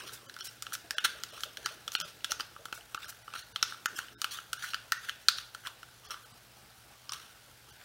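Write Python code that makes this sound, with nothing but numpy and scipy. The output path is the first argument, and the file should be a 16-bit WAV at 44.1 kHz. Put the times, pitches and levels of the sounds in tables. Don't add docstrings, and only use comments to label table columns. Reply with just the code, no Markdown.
import sys
import numpy as np
from scipy import signal
from scipy.fft import rfft, irfft, next_fast_len
from scipy.io import wavfile
from scipy.ndimage import uniform_filter1d

SR = 44100
rng = np.random.default_rng(int(sys.argv[2]) if len(sys.argv) > 2 else 0)


def undo_db(level):
    steps = np.asarray(level, float) / 20
    return 10 ** steps


def bounce(signal):
    frames = np.transpose(np.atleast_2d(signal))
    limited = np.clip(frames, -1, 1)
    pcm = np.round(limited * 32767).astype(np.int16)
    wavfile.write(sys.argv[1], SR, pcm)


N = 345992


def evened(x):
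    return x / np.sqrt(np.mean(x ** 2) + 1e-20)


def slow_wander(count, size):
    return evened(uniform_filter1d(rng.standard_normal(count), size=size))


def read(points, hz):
    f, value = np.transpose(points)
    return np.interp(np.log(hz + 1), np.log(f + 1), value)


def curve(rows):
    return np.interp(np.arange(N) / SR, *np.transpose(rows))


def add(mix, s, sound):
    part = mix[round(s * SR):][:len(sound)]
    part += sound[:len(part)]


def resonate(x, hz, width):
    turn = np.exp(2j * np.pi * np.cumsum(hz * np.ones(len(x))) / SR)
    r = np.exp(-np.pi * width / SR)
    smooth = signal.lfilter([1 - r], [1, -r], x / turn + 1e-18)
    return 2 * (turn * smooth).real


def highs(x, hz, order=2):
    return signal.sosfilt(signal.butter(order, hz, "high", fs=SR, output="sos"), x)


# start_s, hollow_peak_db, hollow_hz, strongest_wall_hz, wall_db
CLICKS = [(0.3644, -34, 1450, 3500, -56), (0.6234, -36.5, 1280, 4830, -40),
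          (0.7518, -32.5, 1410, 5400, -44), (0.9079, -28, 1580, 5500, -37),
          (1.2356, -32.5, 1380, 3130, -39), (1.4068, -46, 1390, 6420, -48), (1.919, -46, 1190, 6250, -43.5),
          (2.6548, -31, 1380, 3220, -45.5), (3.8579, -18, 1428, 6540, -34.5),
          (3.9887, -23, 1490, 2900, -39.5), (4.217, -29, 1260, 2970, -36.5),
          (4.531, -22, 1440, 2850, -35.5), (4.921, -15.5, 1430, 2920, -32.5),
          (5.548, -30.5, 1420, 3200, -48), (7.134, -44, 1330, 3890, -44.5)]
# start_s, hollow_peak_db, hollow_hz, strongest_wall_hz, wall_db
SLAPS = [(0.2963, -38, 1550, 3950, -47), (.3407, -58, 1270, 5000, -48), (0.3884, -43, 1400, 5300, -47),
         (0.7222, -32, 1370, 3300, -48), (1.4347, -29, 1356, 3210, -33), (1.5711, -34.5, 1580, 3180, -38.5),
         (1.6598, -21.5, 1380, 4700, -31), (1.8786, -30, 1330, 3400, -35), (2.0014, -35, 1370, 5380, -33.5),
         (2.2445, -29, 1490, 3300, -30), (2.3189, -23, 1380, 5800, -28), (2.684, -43, 1390, 3280, -60),
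         (2.7265, -26, 1435, 3050, -40), (2.946, -24.5, 1267, 2700, -36), (3.0435, -37, 1600, 5100, -51),
         (3.3374, -31, 1270, 2680, -45), (4.2436, -22, 1330, 2930, -29.5), (5.2851, -15, 1380, 4400, -14),
         (5.6708, -28.5, 1090, 3280, -36), (5.8302, -36.5, 1410, 2950, -50),
         (6.107, -35.5, 1270, 5560, -41.5), (7.121, -30.5, 1180, 5940, -36)]
# start_s, hollow_peak_db, hollow_hz, strongest_wall_hz, wall_db
KNOCKS = [(0.0929, -38, 1400, 4030, -50), (0.408, -38, 1410, 5400, -41), (.6666, -33, 1350, 2840, -40.5),
          (0.983, -21.5, 1485, 3250, -26.5), (1.0565, -27, 1480, 3900, -33), (1.951, -22, 1440, 4200, -31),
          (2.0118, -35, 1390, 3200, -35), (2.3978, -26, 1250, 3000, -40), (2.4062, -29.5, 1430, 4800, -31),
          (3.327, -45, 1450, 2400, -53), (3.5599, -28, 1310, 3200, -29), (3.6274, -19, 1386, 5400, -21),
          (3.7224, -31, 1380, 3600, -52), (4.7438, -23, 1420, 4600, -35), (5.0942, -25.5, 1480, 3110, -31),
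          (5.384, -34, 1300, 3900, -36), (7.0933, -35.5, 1190, 5140, -38.5)]
# start_s,
# hollow_peak_db, hollow_hz, strongest_wall_hz, wall_db
PINGS = [(1.202, -60, 1500, 6500, -52), (1.668, -31, 1450, 5600, -44), (2.206, -60, 1400, 2800, -52),
         (3.612, -46, 1300, 3800, -48), (3.744, -38, 1300, 3500, -52), (4.638, -30, 1450, 3100, -52),
         (6.099, -42, 1300, 3200, -52), (6.116, -36, 1350, 3200, -48), (2.2475, -34, 1600, 3800, -37),
         (2.776, -42, 1350, 2700, -58), (6.7, -62, 1500, 4800, -60), (.087, -46, 1400, 3500, -50),
         (5.2853, -40, 1400, 3150, -17), (1.9512, -40, 1440, 2900, -22), (3.628, -40, 1400, 3800, -23),
         (6.142, -50, 1350, 3200, -50), (.375, -44, 1450, 4000, -60), (2.7268, -36, 1650, 2700, -37),
         (1.046, -21, 1470, 3300, -34), (1.052, -18, 1450, 3700, -30), (3.352, -33, 1500, 2900, -46),
         (3.3595, -31, 1450, 2900, -46), (4.7345, -29, 1340, 2850, -33), (4.744, -40, 1420, 3050, -27),
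         (4.643, -33, 1500, 3100, -52)]
# start_s, hollow_peak_db, hollow_hz, wall_db
NUDGES = [(.0074, -38.5, 1560, -67), (1.3764, -36, 1280, -52), (2.563, -35, 1230, -54),
          (2.809, -67, 1340, -47.5), (2.9758, -37.5, 1370, -56), (3.125, -43.5, 1410, -55),
          (3.279, -30.5, 1290, -47.5), (3.3029, -46, 1420, -53), (4.0839, -44, 1630, -43.5),
          (4.3865, -31, 1390, -42.5), (5.6367, -45, 1520, -60), (5.663, -32, 1430, -46),
          (6.0356, -53.5, 1210, -57), (6.142, -33.5, 1360, -49), (7.813, -49, 1600, -58)]
CLICK_TICK_DB, SLAP_TICK_DB, KNOCK_TICK_DB = 4.5, -4.5, -25
NUDGE_WALL_HZ = 2950
SOFT_FOCUS_DB = -12


def touches():
    rows = [(*r, r[-1] + CLICK_TICK_DB, 0) for r in CLICKS]
    rows += [(*r, r[-1] + SLAP_TICK_DB, 0) for r in SLAPS]
    rows += [(*r, r[-1] + KNOCK_TICK_DB, 0) for r in KNOCKS]
    rows += [(*r, r[-1] + KNOCK_TICK_DB, SOFT_FOCUS_DB) for r in PINGS]
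    for s, hollow_db, hollow_hz, wall_db in NUDGES:
        rows.append((s, hollow_db, hollow_hz, NUDGE_WALL_HZ, wall_db, wall_db + KNOCK_TICK_DB, SOFT_FOCUS_DB))
    return rows


def tick_colour(x):
    softened = signal.lfilter([1], [1, -.8], signal.lfilter([1], [1, -.8], x))
    return evened(highs(softened, 6100))


# pitch_hz, width_hz, level_db
WALLS = [(3110, 410, -4), (4110, 360, -5.5), (5600, 340, -6.5), (6330, 190, -19), (6670, 640, -41),
         (8900, 700, -29)]
# time_s, level_under_hollow_db
THUD = [(0, -30), (2.6, -18), (4.3, -25.5), (5.0, -34), (5.28, -46), (5.6, -22.5), (7.8, -20)]
TICK_TOP_DB = -27.5
CUSHION_S_PER_DB, HARD_DB = .00005, -24


def taps():
    out, t = np.zeros(N), np.arange(1800) / SR
    hz, width, db = np.transpose(WALLS)
    modes = len(hz)
    rows = touches()
    chance = rng.random((len(rows), 2 * modes + 4))
    grit = rng.standard_normal((len(rows), 2, len(t)))
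    for row, luck, noise in zip(rows, chance, grit):
        s, hollow_db, hollow_hz, wall_hz, wall_db, tick_db, others_db = row
        swell = t / 0.0014
        hollow = np.sin(2 * np.pi * (hollow_hz * t + luck[-1]))
        second_hz = hollow_hz * (1.143 + 0.174 * luck[-2])
        hollow += 0.24 * np.sin(2 * np.pi * (second_hz * t + luck[-3]))
        hollow = highs((swell * np.exp(1 - swell)) ** 2 * hollow, 1120, order=8)

        f = np.append(hz * (1.0 + 0.018 * luck[:modes]), wall_hz)[:, None]
        distance = abs(np.log2(hz / wall_hz))
        mode_db = db + others_db + 1.5 - 3 * distance + 3.5 * luck[modes:-4]
        gain = undo_db(np.append(mode_db, 3.5))[:, None]
        fade = np.exp(-np.pi * np.append(width, 380)[:, None] * .74 * t)
        phase = 0.26 * luck[modes:-3, None]
        wall = (gain * fade * np.sin(2 * np.pi * (f * t + phase))).sum(0)
        wall *= 1 - np.exp(-t / (.0001 + CUSHION_S_PER_DB * max(HARD_DB - wall_db, 0)))

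        crack = evened(resonate(highs(noise[0], 1200), 3270, 2100))
        crack *= np.exp(-t / 0.0051) + 0.062 * np.exp(-t / 0.024)
        wall = highs(wall / abs(wall).max() + 0.127 * crack, 1340, order=4)
        tick = tick_colour(noise[1]) * (np.exp(-t / 0.00065) + 0.33 * np.exp(-t / 0.0049))
        thud = 1.6 * np.exp(-t / 0.0011) * np.sin(2 * np.pi * 480 * t)
        thud += 1.6 * np.exp(-t / 0.0032) * np.sin(2 * np.pi * 870 * t)

        touch = undo_db(hollow_db) * (hollow + undo_db(np.interp(s, *np.transpose(THUD))) * thud)
        touch += undo_db(wall_db + 11 + .45 * others_db) * wall
        touch += undo_db(min(tick_db, TICK_TOP_DB) + 7) * tick
        add(out, s, touch)
    return out


def slips(count):
    clumps = undo_db(2.66 * slow_wander(count, 250))
    grains = rng.standard_normal(count) * undo_db(0.35 * np.minimum(rng.exponential(1, count), 3))
    grains *= rng.random(count) < 2500 / SR
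    return clumps * (evened(grains) + 1.5 * rng.standard_normal(count))


def tub(drive, pitch, shift, wall_hz):
    hollow = resonate(resonate(drive, pitch, 450), pitch, 450) + 0.19 * resonate(drive, 1.3 * pitch, 240)
    walls = 0.9 * resonate(resonate(drive, wall_hz, 500), wall_hz, 500) + 0.068 * highs(drive, 2400)
    for f, width, db in WALLS:
        ring = resonate(resonate(drive, f * shift, 2.2 * width), f * shift, 2.2 * width)
        walls = walls + undo_db(0.43 * db) * ring
    film = highs(signal.lfilter([1], [1, -.6], drive), 4500)
    return evened(highs(hollow, 1060, order=8)), evened(walls), evened(film)


# time_s, pitch_hz
HOLLOW = [(0, 1350), (1.04, 1576), (1.3, 1396), (3.4, 1334), (3.9, 1450), (4.33, 1330), (4.6, 1440),
          (5.1, 1510), (5.7, 1400), (6.0, 1240), (7.14, 1257), (7.3, 1390), (7.85, 1490)]
# most_pressure_s, level_db, length_s
STROKES = [(.01, -49.5, 0.25), (0.663, -69.5, 0.082), (1.095, -56.5, 0.36), (1.37, -53, 0.22),
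           (1.675, -50.5, 0.17), (2.04, -55, 0.099), (2.496, -81, 0.42), (3.029, -51.5, 0.088),
           (3.369, -49.5, 0.09), (3.692, -51, 0.12), (4.001, -48.5, 0.12), (4.346, -44.5, 0.068),
           (4.634, -46.5, 0.14), (5.05, -51, 0.13), (5.4, -55, 0.13), (5.67, -71, 0.12),
           (7.192, -56.5, 0.23), (7.82, -66, 0.2)]
LEAN_IN, LET_GO = 0.25, 0.33
STROKE_HOLLOW_DB, STROKE_HISS_DB = -3.5, -40
REST_DB, REST_HOLLOW_DB, REST_HISS_DB = -69, 2, 3.5
LIFT_S, LIFTED_DB = 5.4, -1


def drag():
    t = np.arange(N) / SR
    push = np.zeros(N)
    for s, db, length in STROKES:
        away = np.maximum((s - t) / LEAN_IN, (t - s) / LET_GO)
        push += undo_db(db) * np.exp(-away / length)
    rest = undo_db(REST_DB + LIFTED_DB * (t > LIFT_S))
    wander = slow_wander(N, 3500)
    pitch = curve(HOLLOW) * (1 + 0.085 * wander)
    hollow, walls, hiss = tub(slips(N), pitch, 1 + 0.08 * wander[::-1], 3600 + 300 * wander)
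    out = (rest * undo_db(REST_HOLLOW_DB) + push * undo_db(STROKE_HOLLOW_DB)) * hollow
    out += (rest + push) * walls
    return out + (undo_db(REST_DB + REST_HISS_DB) + push * undo_db(STROKE_HISS_DB)) * hiss


# start_s, hollow_db, wall_db, length_s, strongest_wall_hz
JUDDERS = [(0.062, -48, -34.5, 0.054, 5000), (0.393, -45, -34.5, 0.056, 3300),
           (0.455, -45, -34, 0.052, 5500), (1.0403, -16, -13, .028, 3800), (1.05, -11, -13, 0.017, 3400),
           (1.054, -22, -31, .015, 5300), (1.659, -30, -34, 0.021, 4700), (1.924, -40, -36, 0.066, 4600),
           (2.074, -43, -35.5, 0.047, 5100), (2.291, -38, -32, .052, 3000), (2.306, -40, -22, .016, 6000),
           (2.389, -34, -30, 0.041, 5000), (3.345, -31, -33.5, 0.038, 2600), (3.372, -55, -36, 0.08, 3700),
           (3.692, -55, -35, 0.088, 3700), (4.306, -52, -28, .043, 4400), (4.36, -37, -38, 0.071, 3100),
           (4.662, -42, -33, 0.074, 3200), (4.701, -51, -33, 0.036, 4300), (5.04, -30, -34, 0.022, 2600),
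           (5.0825, -20, -31, 0.023, 3100), (5.369, -48, -32.5, 0.036, 2700),
           (5.648, -25.5, -35, 0.053, 3100), (6.041, -45, -44, 0.061, 5500),
           (6.103, -29, -27.5, 0.04, 5500), (6.121, -35, -40, 0.048, 3200), (6.15, -38, -52, .07, 3100),
           (7.106, -41, -53, 0.019, 4000), (7.1225, -31.5, -35.5, 0.055, 5600),
           (7.15, -44, -42, 0.054, 3800), (7.194, -46, -53, .033, 3500)]
# start_s, hollow_db, hiss_db, length_s
SMEARS = [(.1194, -41, -34.5, 0.059), (0.44, -41, -30.5, 0.049), (.7293, -31, -25.5, 0.027),
          (1.04, -38, -30, 0.027), (1.411, -57, -38, .06), (1.926, -55, -35.5, 0.071),
          (2.0084, -30.5, -31.5, 0.037), (2.735, -43, -39, 0.086), (3.081, -32.5, -35, 0.033),
          (3.096, -56, -32.5, .019), (3.96, -34, -30, 0.023), (3.982, -37, -32, 0.018),
          (4.315, -57, -35, 0.062), (4.628, -25, -35, 0.058)]
JUDDER_HISS_DB, SMEAR_WALL_DB = -16, -13.5


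def rubs():
    out, t = np.zeros(N), np.arange(5000) / SR
    rows = [(s, low, db, db + JUDDER_HISS_DB, n, hz) for s, low, db, n, hz in JUDDERS]
    rows += [(s, low, db + SMEAR_WALL_DB, db, n, 6000) for s, low, db, n in SMEARS]
    for s, hollow_db, wall_db, hiss_db, length, wall_hz in rows:
        pitch = np.interp(s, *np.transpose(HOLLOW))
        hollow, walls, hiss = tub(slips(len(t)), pitch, rng.uniform(.94, 1.06), wall_hz)
        u = t / np.clip(length, .005, .07)
        stroke = (1 - np.exp(-u / 0.17)) * np.exp(-(1.665 * u) ** 2)
        rub = undo_db(hollow_db - 12.5) * hollow + undo_db(wall_db - 10.5) * walls + undo_db(hiss_db - 7) * hiss
        add(out, s, stroke * rub)
    return out


# time_s, pitch_hz, level_db
SQUEAK = [
    (4.926, 1840, -22),
    (4.94, 1820, -49),
    (4.955, 1663, -58),
    (4.975, 1846, -47),
    (4.995, 1980, -62),
    (5.02, 1900, -62),
]


def squeak():
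    s, hz, db = np.transpose(SQUEAK)
    t, out = np.arange(s[0], s[-1], 1 / SR), np.zeros(N)
    pitch = np.interp(t, s, hz)
    tone = np.sin(2 * np.pi * np.cumsum(pitch) / SR)
    tone += 0.24 * evened(resonate(rng.standard_normal(len(t)), pitch, 120))
    add(out, s[0], undo_db(np.interp(t, s, db)) * tone * signal.windows.tukey(len(t), .1))
    return out


# start_s, peak_db, pitch_hz
PLOPS = [(0.842, -52, 706), (0.842, -56, 360), (2.015, -50, 150), (0.94, -50, 620), (1.035, -53, 397),
         (1.148, -50, 613), (1.327, -48.5, 625), (1.454, -50, 590), (1.58, -50, 623), (1.706, -49, 630),
         (1.87, -54, 600), (2.026, -48, 620), (2.296, -48, 603), (2.592, -49, 612), (2.78, -55.5, 680),
         (3.087, -61, 694), (3.948, -57, 289), (6.1, -55, 600), (6.565, -60, 800), (6.708, -59, 800),
         (6.905, -59, 810), (7.472, -59, 570), (7.8, -60, 700)]
PAN_HZ, PAN_DB, PAN_RING_S = 462, -6, .026


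def plops():
    out, t = np.zeros(N), np.arange(4000) / SR
    for s, db, hz in PLOPS:
        swell = t / .0055
        pitch = hz * (1.06 - 0.3 * np.exp(-t / 0.005))
        bubble = swell * np.exp(1 - swell) * np.sin(2 * np.pi * np.cumsum(pitch) / SR)
        pan = undo_db(PAN_DB - 30 * abs(np.log2(hz / 615))) * np.sin(2 * np.pi * PAN_HZ * t)
        pan *= (1 - np.exp(-t / .003)) * np.exp(-t / PAN_RING_S)
        fizz = evened(resonate(rng.standard_normal(len(t)), hz, 200)) * (t / .016) * np.exp(1 - t / .016)
        add(out, s, undo_db(db) * (.85 * bubble + pan + .25 * fizz))
    return out


# pitch_hz, level_db
WET = [(500, -3.5), (1400, -1), (2300, 1.5), (4000, -2), (9000, -1)]
# pitch_hz, decay_s
KITCHEN = [(500, 0.96), (1400, 0.44), (4000, 0.443), (12000, 0.24)]


def tail():
    sparse = np.zeros(SR // 2)
    at = np.arange(400, SR // 2 - 20, 20)
    sparse[at + rng.integers(0, 20, len(at))] = rng.choice([-1., 1.], len(at))
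    hz, t, z = signal.stft(sparse, SR, nperseg=256)
    level_db = read(WET, hz)[:, None] - 60 * t / read(KITCHEN, hz)[:, None]
    out = signal.istft(z * undo_db(level_db), SR, nperseg=256)[1]
    return out * undo_db(-18) / np.linalg.norm(out)


# delay_s, level_db
ECHOES = [(.0037, -19), (.006, -16), (.009, -24), (0.011, -24)]
SIDEWAYS_HZ = [-420, 0, 380]


def kitchen(x):
    near = np.zeros(SR // 50)
    for s, db in ECHOES:
        add(near, s, np.array([undo_db(db)]))
    out = signal.oaconvolve(x, near)[:N]
    walls = signal.sosfiltfilt(signal.butter(4, 2300, "high", fs=SR, output="sos"), x)
    turning = signal.hilbert(walls, next_fast_len(N))[:N]
    for hz in SIDEWAYS_HZ:
        shifted = (turning * np.exp(2j * np.pi * hz * np.arange(N) / SR)).real
        out += signal.fftconvolve(x - walls + shifted, tail())[:N]
    return out


# time_s, level_db
HANDS = [
    (0.0, -59),
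    (0.39, -68.5),
    (1.92, -67),
    (3.3, -77),
    (3.95, -64.5),
    (4.43, -76),
    (7.85, -75),
]


def hands():
    lumps = undo_db(3.9 * slow_wander(N, 1500))
    rustle = resonate(resonate(rng.standard_normal(N), 325, 390), 325, 390)
    return undo_db(curve(HANDS)) * evened(lumps * rustle)


# pitch_hz, level_per_hz_db
ROOM_TONE = [(24, -42), (40, 4), (111, -4), (143, -3.5), (288, -9), (361, -9), (566, -5.5), (865, -4.5),
             (1230, -14), (1500, -6), (1830, -9.5), (4730, -9.5), (6710, -17), (15700, -19.5)]
ROOM_DB = -59.5
# pitch_hz, level_db
HUM = [(54, -87), (108, -76), (120, -71.5), (1540, -84)]


def room_tone():
    frames, hz = N // 512 + 5, np.fft.rfftfreq(2048, 1 / SR)
    a, b, patches = rng.standard_normal((frames, 1025, 3)).T
    patches = uniform_filter1d(patches, size=50, axis=0)
    patches = evened(uniform_filter1d(patches, size=5, axis=1))
    z = (a + 1j * b) * undo_db(read(ROOM_TONE, hz)[:, None] + 1.3 * patches)
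    out = undo_db(ROOM_DB) * evened(signal.istft(z, nperseg=2048, noverlap=1536)[1][:N])
    for f, db in HUM:
        waver = slow_wander(N, 5000)
        hum = np.sin(2 * np.pi * np.cumsum(f * (1 + 0.0112 * waver)) / SR)
        out += undo_db(db + 3.5 + 2.0 * waver) * hum
    return out


def scene():
    near = taps() + drag() + rubs() + plops() + squeak()
    return (near + kitchen(near) + hands() + room_tone())[None]


# middle_s, length_s
STARVED = [(.957, .032), (.995, .022), (1.974, .026), (2.033, .048), (3.537, .034), (3.876, .024),
           (4.164, .07)]
# middle_s, length_s
PINCHED = [(.276, .034), (.419, .026), (.487, .02), (1.316, .018), (1.652, .014), (2.768, .018),
           (2.981, .022), (3.066, .02), (3.237, .026), (3.429, .018), (3.966, .022), (4.58, .018),
           (4.986, .018), (6.077, .026), (6.245, .022), (6.331, .024), (7.113, .012), (7.717, .022)]
PINCH_DB = -16
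KEPT_SHARE_S = .0012


def thin_out(x):
    out = x.copy()
    stretches = [(*r, 0) for r in STARVED] + [(*r, undo_db(PINCH_DB)) for r in PINCHED]
    for s, length, left in stretches:
        half = round(length * SR / 2)
        span = slice(round(s * SR) - half, round(s * SR) + half)
        z = rfft(out[span] * signal.windows.tukey(2 * half, .8))
        heard = abs(z) / uniform_filter1d(abs(z), size=round(length * 2500)) ** .55
        kept = heard >= np.quantile(heard, 1 - KEPT_SHARE_S / length)
        out[span] += irfft(z * (1.7 * kept - 1 + left))
    return out


def band_limit(x):
    return signal.sosfilt(signal.butter(12, 17090, fs=SR, output="sos"), x)


def record(dry):
    x = highs(dry[0], 46, order=6)
    body = signal.oaconvolve(x, signal.firwin(1023, 15850, fs=SR), "same")
    top = signal.oaconvolve(x, signal.firwin(1023, [15850, 16950], pass_zero=False, fs=SR), "same")
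    loud = uniform_filter1d(top ** 2, size=300) > undo_db(-56) ** 2
    x = body + undo_db(-21) * top * uniform_filter1d(1. * loud, size=200)
    mix = thin_out(x)[None]
    return band_limit(mix)


dry = scene()
out = record(dry)
bounce(out)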